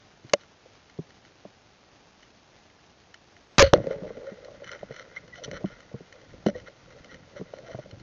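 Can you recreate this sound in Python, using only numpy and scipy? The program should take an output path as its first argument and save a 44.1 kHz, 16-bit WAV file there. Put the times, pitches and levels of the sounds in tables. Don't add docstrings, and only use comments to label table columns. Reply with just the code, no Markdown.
import sys
import numpy as np
from scipy.fft import rfft, irfft, next_fast_len
from scipy.io import wavfile
from scipy.ndimage import map_coordinates

SR = 44100
rng = np.random.default_rng(int(sys.argv[2]) if len(sys.argv) > 2 else 0)


def to_wav(s):
    ch = np.atleast_2d(s).T
    pcm = np.round(np.clip(ch, -1, 1) * 32767)
    wavfile.write(sys.argv[1], SR, pcm.astype(np.int16))


N = 353902


def amp(db):
    return 10 ** (np.asarray(db) / 20)


def unit(x):
    return x / np.sqrt(np.mean(x ** 2) + 1e-20)


def curves(rows):
    times, *columns = np.transpose(rows)
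    t = np.arange(N) / SR
    return [np.interp(t, times, column, left=-120, right=-120) for column in columns]


def wobble(rate):
    knots = rng.standard_normal(int(N * rate / SR) + 4)
    return map_coordinates(knots, [np.arange(N) * rate / SR])


def filtered(x, response):
    m = next_fast_len(len(x) + 8192)
    return irfft(rfft(x, m) * response(np.fft.rfftfreq(m, 1 / SR)), m)[:len(x)]


def modes(table, wider=0.86):
    def response(f):
        total = 0
        for k, (center, width, db) in enumerate(table):
            damping = 1j * f * width * wider
            total = total + (-1) ** k * amp(db) * damping / (center ** 2 - f ** 2 + damping)
        return total
    return response


def grains(rate, spread_db, bed):
    chance, size = rng.random((2, N))
    sizes = amp(-spread_db * np.log(size + .04))
    slips = (chance < rate / SR) * sizes * rng.choice([-1, 1], N)
    return unit(slips) + bed * rng.standard_normal(N)


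def ring(table, t60, attack):
    t = np.arange(SR // 5) / SR
    x = np.zeros(len(t))
    for hz, width, db in table:
        strength = amp(db + rng.normal(0, 2))
        x += strength * np.sin(2 * np.pi * hz * t) * np.exp(-.5 * width * t)
    x = x * amp(-60 * t / t60) * (1 - np.exp(-(t / attack) ** 2))
    return x / np.abs(x).max()


def add(track, s, x):
    track[round(s * SR):][:len(x)] += x


# f/Hz, relative density level/dB per Hz
HISS_SPECTRUM = [(15, -52), (25, -12.5), (64, -6.5), (98, -2), (150, -4), (258, -4.5), (728, -5), (944, -8),
                 (4270, -14.5), (7000, -17), (9100, -43.5), (15400, -120)]
HISS_DB = -58


def hiss():
    f, density_db = np.transpose(HISS_SPECTRUM)
    spectrum = lambda hz: amp(np.interp(np.log(hz + 1), np.log(f), density_db))
    x = filtered(grains(210, 2.4, bed=1.77), spectrum)
    return amp(HISS_DB + .6 * wobble(19)) * unit(x)


# f/Hz, width, level/dB.
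# Width is in Hz, before scaling, where noise is filtered; in a blow, half of it is a decay rate per second.
SHELL_MODES = [(183, 26, 1), (329.5, 13, -13.5), (502.7, 123, -1), (594.4, 98, -1.5), (830, 88, -20.5)]
WINDOW_MODES = [(1406, 160, -3.5), (1899.5, 120, -4), (2076, 120, -4), (3007, 110, -3.5), (4230, 310, -9),
                (5230, 200, -16), (5927, 310, -9.5)]
# t/s, rumble level/dB, shell level/dB, window level/dB
WATER_STREAM = [(3.76, -39, -38, -48), (3.88, -53.5, -41, -48.5), (4.15, -59.5, -46, -52),
                (4.57, -63.5, -49.5, -56.5), (4.78, -63.5, -52.5, -55.5), (5.1, -68, -59, -57.5),
                (5.4, -66, -56, -54), (5.53, -51.5, -43.5, -55), (5.76, -63, -56.5, -57.5),
                (6.02, -74, -63, -62), (6.31, -62, -57.5, -58.5), (6.43, -58.5, -64, -64),
                (6.56, -51.5, -47.5, -61), (6.76, -70.5, -69, -68), (6.92, -63.5, -54, -56.5),
                (7.2, -65.5, -58.5, -63), (7.5, -64, -54.5, -61.5), (7.76, -62.5, -49, -55.5),
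                (7.9, -61, -55.5, -65), (8.02, -62, -72, -62)]
STREAM_FIZZ_DB = -10
# start t/s, length t/s, level/dB, upper window level/dB over it
WINDOW_SCRAPES = [(0.395, .045, -54, 5), (3.745, .04, -36, -12), (4.628, 0.15, -40, -6),
                  (4.919, 0.12, -45, -2), (5.148, 0.043, -39, -7.5), (5.332, 0.082, -49, 4),
                  (5.432, 0.032, -52, 17.5), (5.513, 0.071, -40.5, -6), (5.639, 0.12, -48.5, -7.5),
                  (6.458, 0.048, -38.5, -1.5), (6.535, 0.1, -53, 0.5), (6.655, .04, -48, -7),
                  (7.08, 0.11, -58, -1), (7.324, 0.099, -52, -3), (7.497, 0.082, -51.5, 2.5),
                  (7.615, 0.24, -53.5, -1)]


def rubbing():
    rumble_db, shell_db, window_db = curves(WATER_STREAM)
    window_gain = amp(window_db)
    fizz_gain = amp(window_db + STREAM_FIZZ_DB)
    for s, length, db, upper_db in WINDOW_SCRAPES:
        swell = np.sin(np.pi * np.linspace(0, 1, round(length * SR)) ** 0.87)
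        add(window_gain, s, amp(db) * swell)
        add(fizz_gain, s, amp(db + upper_db) * swell)
    rumble_modes = [(40, 50, -4), (125, 50, 0), SHELL_MODES[0], (290, 90, -5)]
    rumble = unit(filtered(grains(48, 3.1, bed=0.72), modes(rumble_modes)))
    shell = unit(filtered(grains(110, 2.5, bed=0.55), modes(SHELL_MODES[1:])))
    scrape = grains(260, 4.5, bed=.55) * amp(3 * wobble(35))
    window = unit(filtered(scrape, modes(WINDOW_MODES[:3])))
    fizz = unit(filtered(scrape, modes(WINDOW_MODES[3:])))
    body = amp(rumble_db + 4 + 2.0 * wobble(8)) * rumble + amp(shell_db - 1 + 5.2 * wobble(24)) * shell
    return body + amp(-4.0) * window_gain * window + amp(-7.5) * fizz_gain * fizz


# t/s, length t/s, first f/Hz, last f/Hz, peak level/dB before the wavering
AIR_BUBBLES = [(4.253, 0.055, 522, 565, -36.5), (5.16, 0.024, 1950, 2200, -33.5),
               (5.318, .045, 1985, 1940, -46), (5.379, 0.027, 710, 680, -44),
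               (6.543, 0.026, 1890, 1900, -43.5), (7.085, .03, 1880, 1950, -51.5)]


def bubbles():
    out = np.zeros(N)
    for s, length, first_hz, last_hz, db in AIR_BUBBLES:
        u = np.arange(round(length * SR)) / (length * SR)
        swell = np.sin(np.pi * u ** 1.06)
        glide_hz = first_hz + (last_hz - first_hz) * u
        add(out, s, amp(db) * swell * np.sin(2 * np.pi * np.cumsum(glide_hz) / SR))
    return out * amp(3.95 * wobble(200))


# t/s, strength as level/dB before the ring and crack trims, emphasised f/Hz
HARD_TICKS = [(0.2956, -31, 4200), (0.3338, 2.2, 3688), (0.41, -40, 3920), (0.434, -39.5, 1370),
              (0.897, -38, 2020), (1.1045, -38, 1880), (1.2497, -39, 2000), (2.23, -36, 1920),
              (2.6995, -42, 2070), (3.1421, -27, 1790), (3.3656, -36.5, 2020), (3.8423, -39, 1970),
              (4.1694, -43, 2050), (4.4466, -33.5, 4220), (4.643, -28, 1800), (4.675, -27.5, 1480),
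              (4.7152, -23.5, 1446), (4.7917, -38.5, 1870), (4.83, -40, 1390), (4.9626, -29.5, 2060),
              (5.018, -40, 1370), (5.2784, -37.5, 1480), (5.356, -31.5, 1920), (5.443, -24.5, 3070),
              (5.5131, -23, 2000), (5.5697, -34.5, 1800), (5.658, -32.5, 1520), (5.716, -43, 2000),
              (5.804, -32.5, 1300), (6.1254, -31, 1890), (6.215, -40, 2000), (6.4647, -16.5, 1460),
              (6.4842, -26, 1690), (6.5994, -35.5, 1980), (6.6838, -41, 1990), (6.986, -42, 4230),
              (7.0444, -32, 2120), (7.1435, -30, 1920), (7.5374, -36, 1390), (7.585, -34.5, 2000),
              (7.7528, -38, 1410), (7.79, -44, 1400), (7.9108, -32.5, 4230), (7.998, -38, 4200)]
TICK_ATTACK_S = .001
TICK_T60_S, TICK_DAMPING = 0.023, 0.086


def ticks():
    out = np.zeros(N + SR)
    crack_fade = amp(-60 * np.arange(400) / SR / 0.017)
    for s, db, hz in HARD_TICKS:
        crack = rng.standard_normal(400) * crack_fade
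        t60 = TICK_T60_S * amp(-TICK_DAMPING * db)
        add(out, s, amp(db - 5.5) * ring(WINDOW_MODES + [(hz, 400, 0)], t60, TICK_ATTACK_S))
        add(out, s + TICK_ATTACK_S, amp(db - 10) * np.diff(crack))
    return out[:N]


# t/s, ring peak level/dB, thump level/dB over the ring,
# thump f/Hz, strongest ring f/Hz, ring t60 t/s (on top of each mode's own decay)
SOFT_KNOCKS = [(0.243, -48, 10.5, 129, 323, .07), (0.3345, -5, -27.5, 199, 573, 0.0454),
               (0.656, -47.5, -10, 204, 514, 0.1), (0.987, -32, 10, 161, 400, 0.046),
               (1.45, -33, -5.5, 200, 587, 0.024), (3.759, -22.5, 1.5, 177, 585, 0.054),
               (3.781, -21.5, -12, 184, 564, 0.087), (3.799, -26.5, 4.5, 126, 550, 0.054),
               (3.839, -31, -1.5, 237, 540, 0.046), (3.868, -30, 3, 164, 514, 0.047),
               (3.904, -28.5, -3.5, 185, 462, .12), (3.957, -38, 2, 183, 436, 0.25),
               (4.02, -33.5, 6, 183, 547, 0.29), (4.06, -35, -14, 320, 445, 0.071),
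               (4.103, -29.5, -11, 200, 470, 0.068), (4.168, -34, -3, 250, 473, 0.15),
               (4.316, -41.5, 9, 196, 428, 0.15), (4.482, -33.5, -26, 150, 548, .075),
               (4.499, -42, -6, 130, 566, .081), (4.542, -42, -25, 186, 573, 0.11),
               (4.829, -25.5, -10, 199, 575, 0.022), (4.906, -32, -3, 132, 476, 0.031),
               (5.236, -60, 17.5, 164, 413, .064), (5.477, -30, -1.5, 136, 444, 0.04),
               (5.512, -35, 2.5, 186, 600, 0.032), (5.567, -37.5, -24.5, 186, 537, 0.082),
               (5.641, -18.5, 2, 192.4, 313, 0.04), (5.914, -42, -9, 147, 546, 0.03),
               (5.94, -34, 7.5, 134, 470, 0.085), (6.004, -41, 5.5, 173, 447, .033),
               (6.336, -44, 0, 197, 515, 0.13), (6.462, -11.5, 1, 215, 367, 0.044),
               (6.485, -20.5, -3, 199, 575, 0.086), (6.551, -29.5, -10, 127, 499, 0.17),
               (6.681, -37.5, -28, 124, 553, 0.11), (7.142, -43.5, -1.5, 253, 525, 0.24),
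               (7.395, -46.5, 15, 181, 456, .11), (7.41, -31, 3.5, 175.4, 432, 0.042),
               (7.535, -26, -19, 190, 553, 0.024), (7.632, -42.5, 2, 122, 653, 0.17),
               (7.659, -42.5, -17, 234, 680, 0.086), (7.69, -36.5, -22, 297, 655, 0.18),
               (7.745, -28, 0.5, 125, 642, 0.03), (7.786, -30, -1.5, 137, 602, 0.053),
               (7.857, -38, -22, 103, 554, 0.072), (7.928, -55.5, 22.5, 104, 484, 0.049)]
KNOCK_ATTACK_S, KNOCK_SOFTENING = .0013, .12


def knocks():
    out = np.zeros(N + SR)
    for s, db, thump_db, thump_hz, ring_hz, t60 in SOFT_KNOCKS:
        attack = KNOCK_ATTACK_S * amp(-KNOCK_SOFTENING * db)
        shell = SHELL_MODES[1:] + [(ring_hz, 20, 4), (1100, 500, -10)]
        body = [(thump_hz, 10, 0), (1.467 * thump_hz, 60, -6), (2.31 * thump_hz, 300, -2)]
        add(out, s + .001, amp(db) * ring(shell, t60, attack))
        add(out, s + .001, amp(db + thump_db) * ring(body, 0.072, attack))
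    return filtered(out[:N], lambda f: (1j * f / (90 + 1j * f)) ** 2)


# t/s, hold t/s, t60 t/s, ring level/dB before flutter, surge level/dB, rattle level/dB
RELEASE_JOLTS = [(3.5822, .0048, .001, 0, 8, -9), (3.5917, .003, .01, -8, -9, -22),
                 (3.595, .003, .004, 0, 2, -16), (3.5985, .005, .004, 8, 13, -20),
                 (3.6045, .019, .003, 14, 4, -24), (3.6255, .0075, .014, -10, -21, -27),
                 (3.637, .009, .08, -13, -20, -29), (3.662, .01, .12, -32, -30, -38)]
LINE_JOLTS = [(3.7315, .003, .01, -9, -12, -42), (3.7358, .0026, .012, -5, -3, -32),
              (3.741, .002, .07, -13, -13, -36)]
JOLT_ATTACK_S, FLUTTER_DB = .0012, 1.5


def blow(jolts, ring_hz, surge_hz):
    gains = np.zeros((3, N + SR))
    t = np.arange(SR // 4) / SR
    for s, hold, t60, *db in jolts:
        rise = np.minimum(t / JOLT_ATTACK_S, 1)
        decay = amp(-60 * np.maximum(t - JOLT_ATTACK_S - hold, 0) / t60)
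        for gain, level in zip(gains, amp(db)):
            add(gain, s, level * rise * decay)

    def swing(hz, drift):
        cycles = np.cumsum(hz * (1 + drift * wobble(120))) / SR
        return np.sin(2 * np.pi * (rng.random() + cycles))

    rattle_modes = modes(WINDOW_MODES[:4] + [(4300, 200, -2)] + WINDOW_MODES[5:], wider=1.5)
    rattle = unit(filtered(rng.standard_normal(N), lambda f: rattle_modes(f) / (1 + (f / 5000) ** 4)))
    ringing = amp(FLUTTER_DB * wobble(220)) * swing(ring_hz, .06)
    surge = swing(surge_hz, .3)
    return (gains[:, :N] * [ringing, surge, rattle]).sum(axis=0)


def scene():
    shot = blow(RELEASE_JOLTS, ring_hz=545.3, surge_hz=90.05)
    line = blow(LINE_JOLTS, ring_hz=530, surge_hz=300.7)
    return (hiss() + rubbing() + bubbles() + ticks() + knocks() + shot + line)[None]


FULL_SCALE, CEILING = .66, .7
ROLL_HZ, EDGE_HZ, TOP_HZ = 6680, 8016, 16000


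def record(dry):
    boosted = amp(2.5) * dry[0]
    saturated = boosted / (1 + np.abs(boosted / (2.1 * FULL_SCALE)) ** 4) ** (1 / 4)
    settled = filtered(saturated, lambda f: .72 + .28 / (1 + 1j * f / 250))
    wrapped = (settled + FULL_SCALE) % (2 * FULL_SCALE) - FULL_SCALE
    soft = filtered(wrapped, lambda hz: (hz < EDGE_HZ) / np.sqrt(1 + (hz / ROLL_HZ) ** 44))
    clipped = np.clip(soft, -CEILING, CEILING)
    return filtered(clipped, lambda hz: hz < TOP_HZ)[None]


dry = scene()
out = record(dry)
to_wav(out)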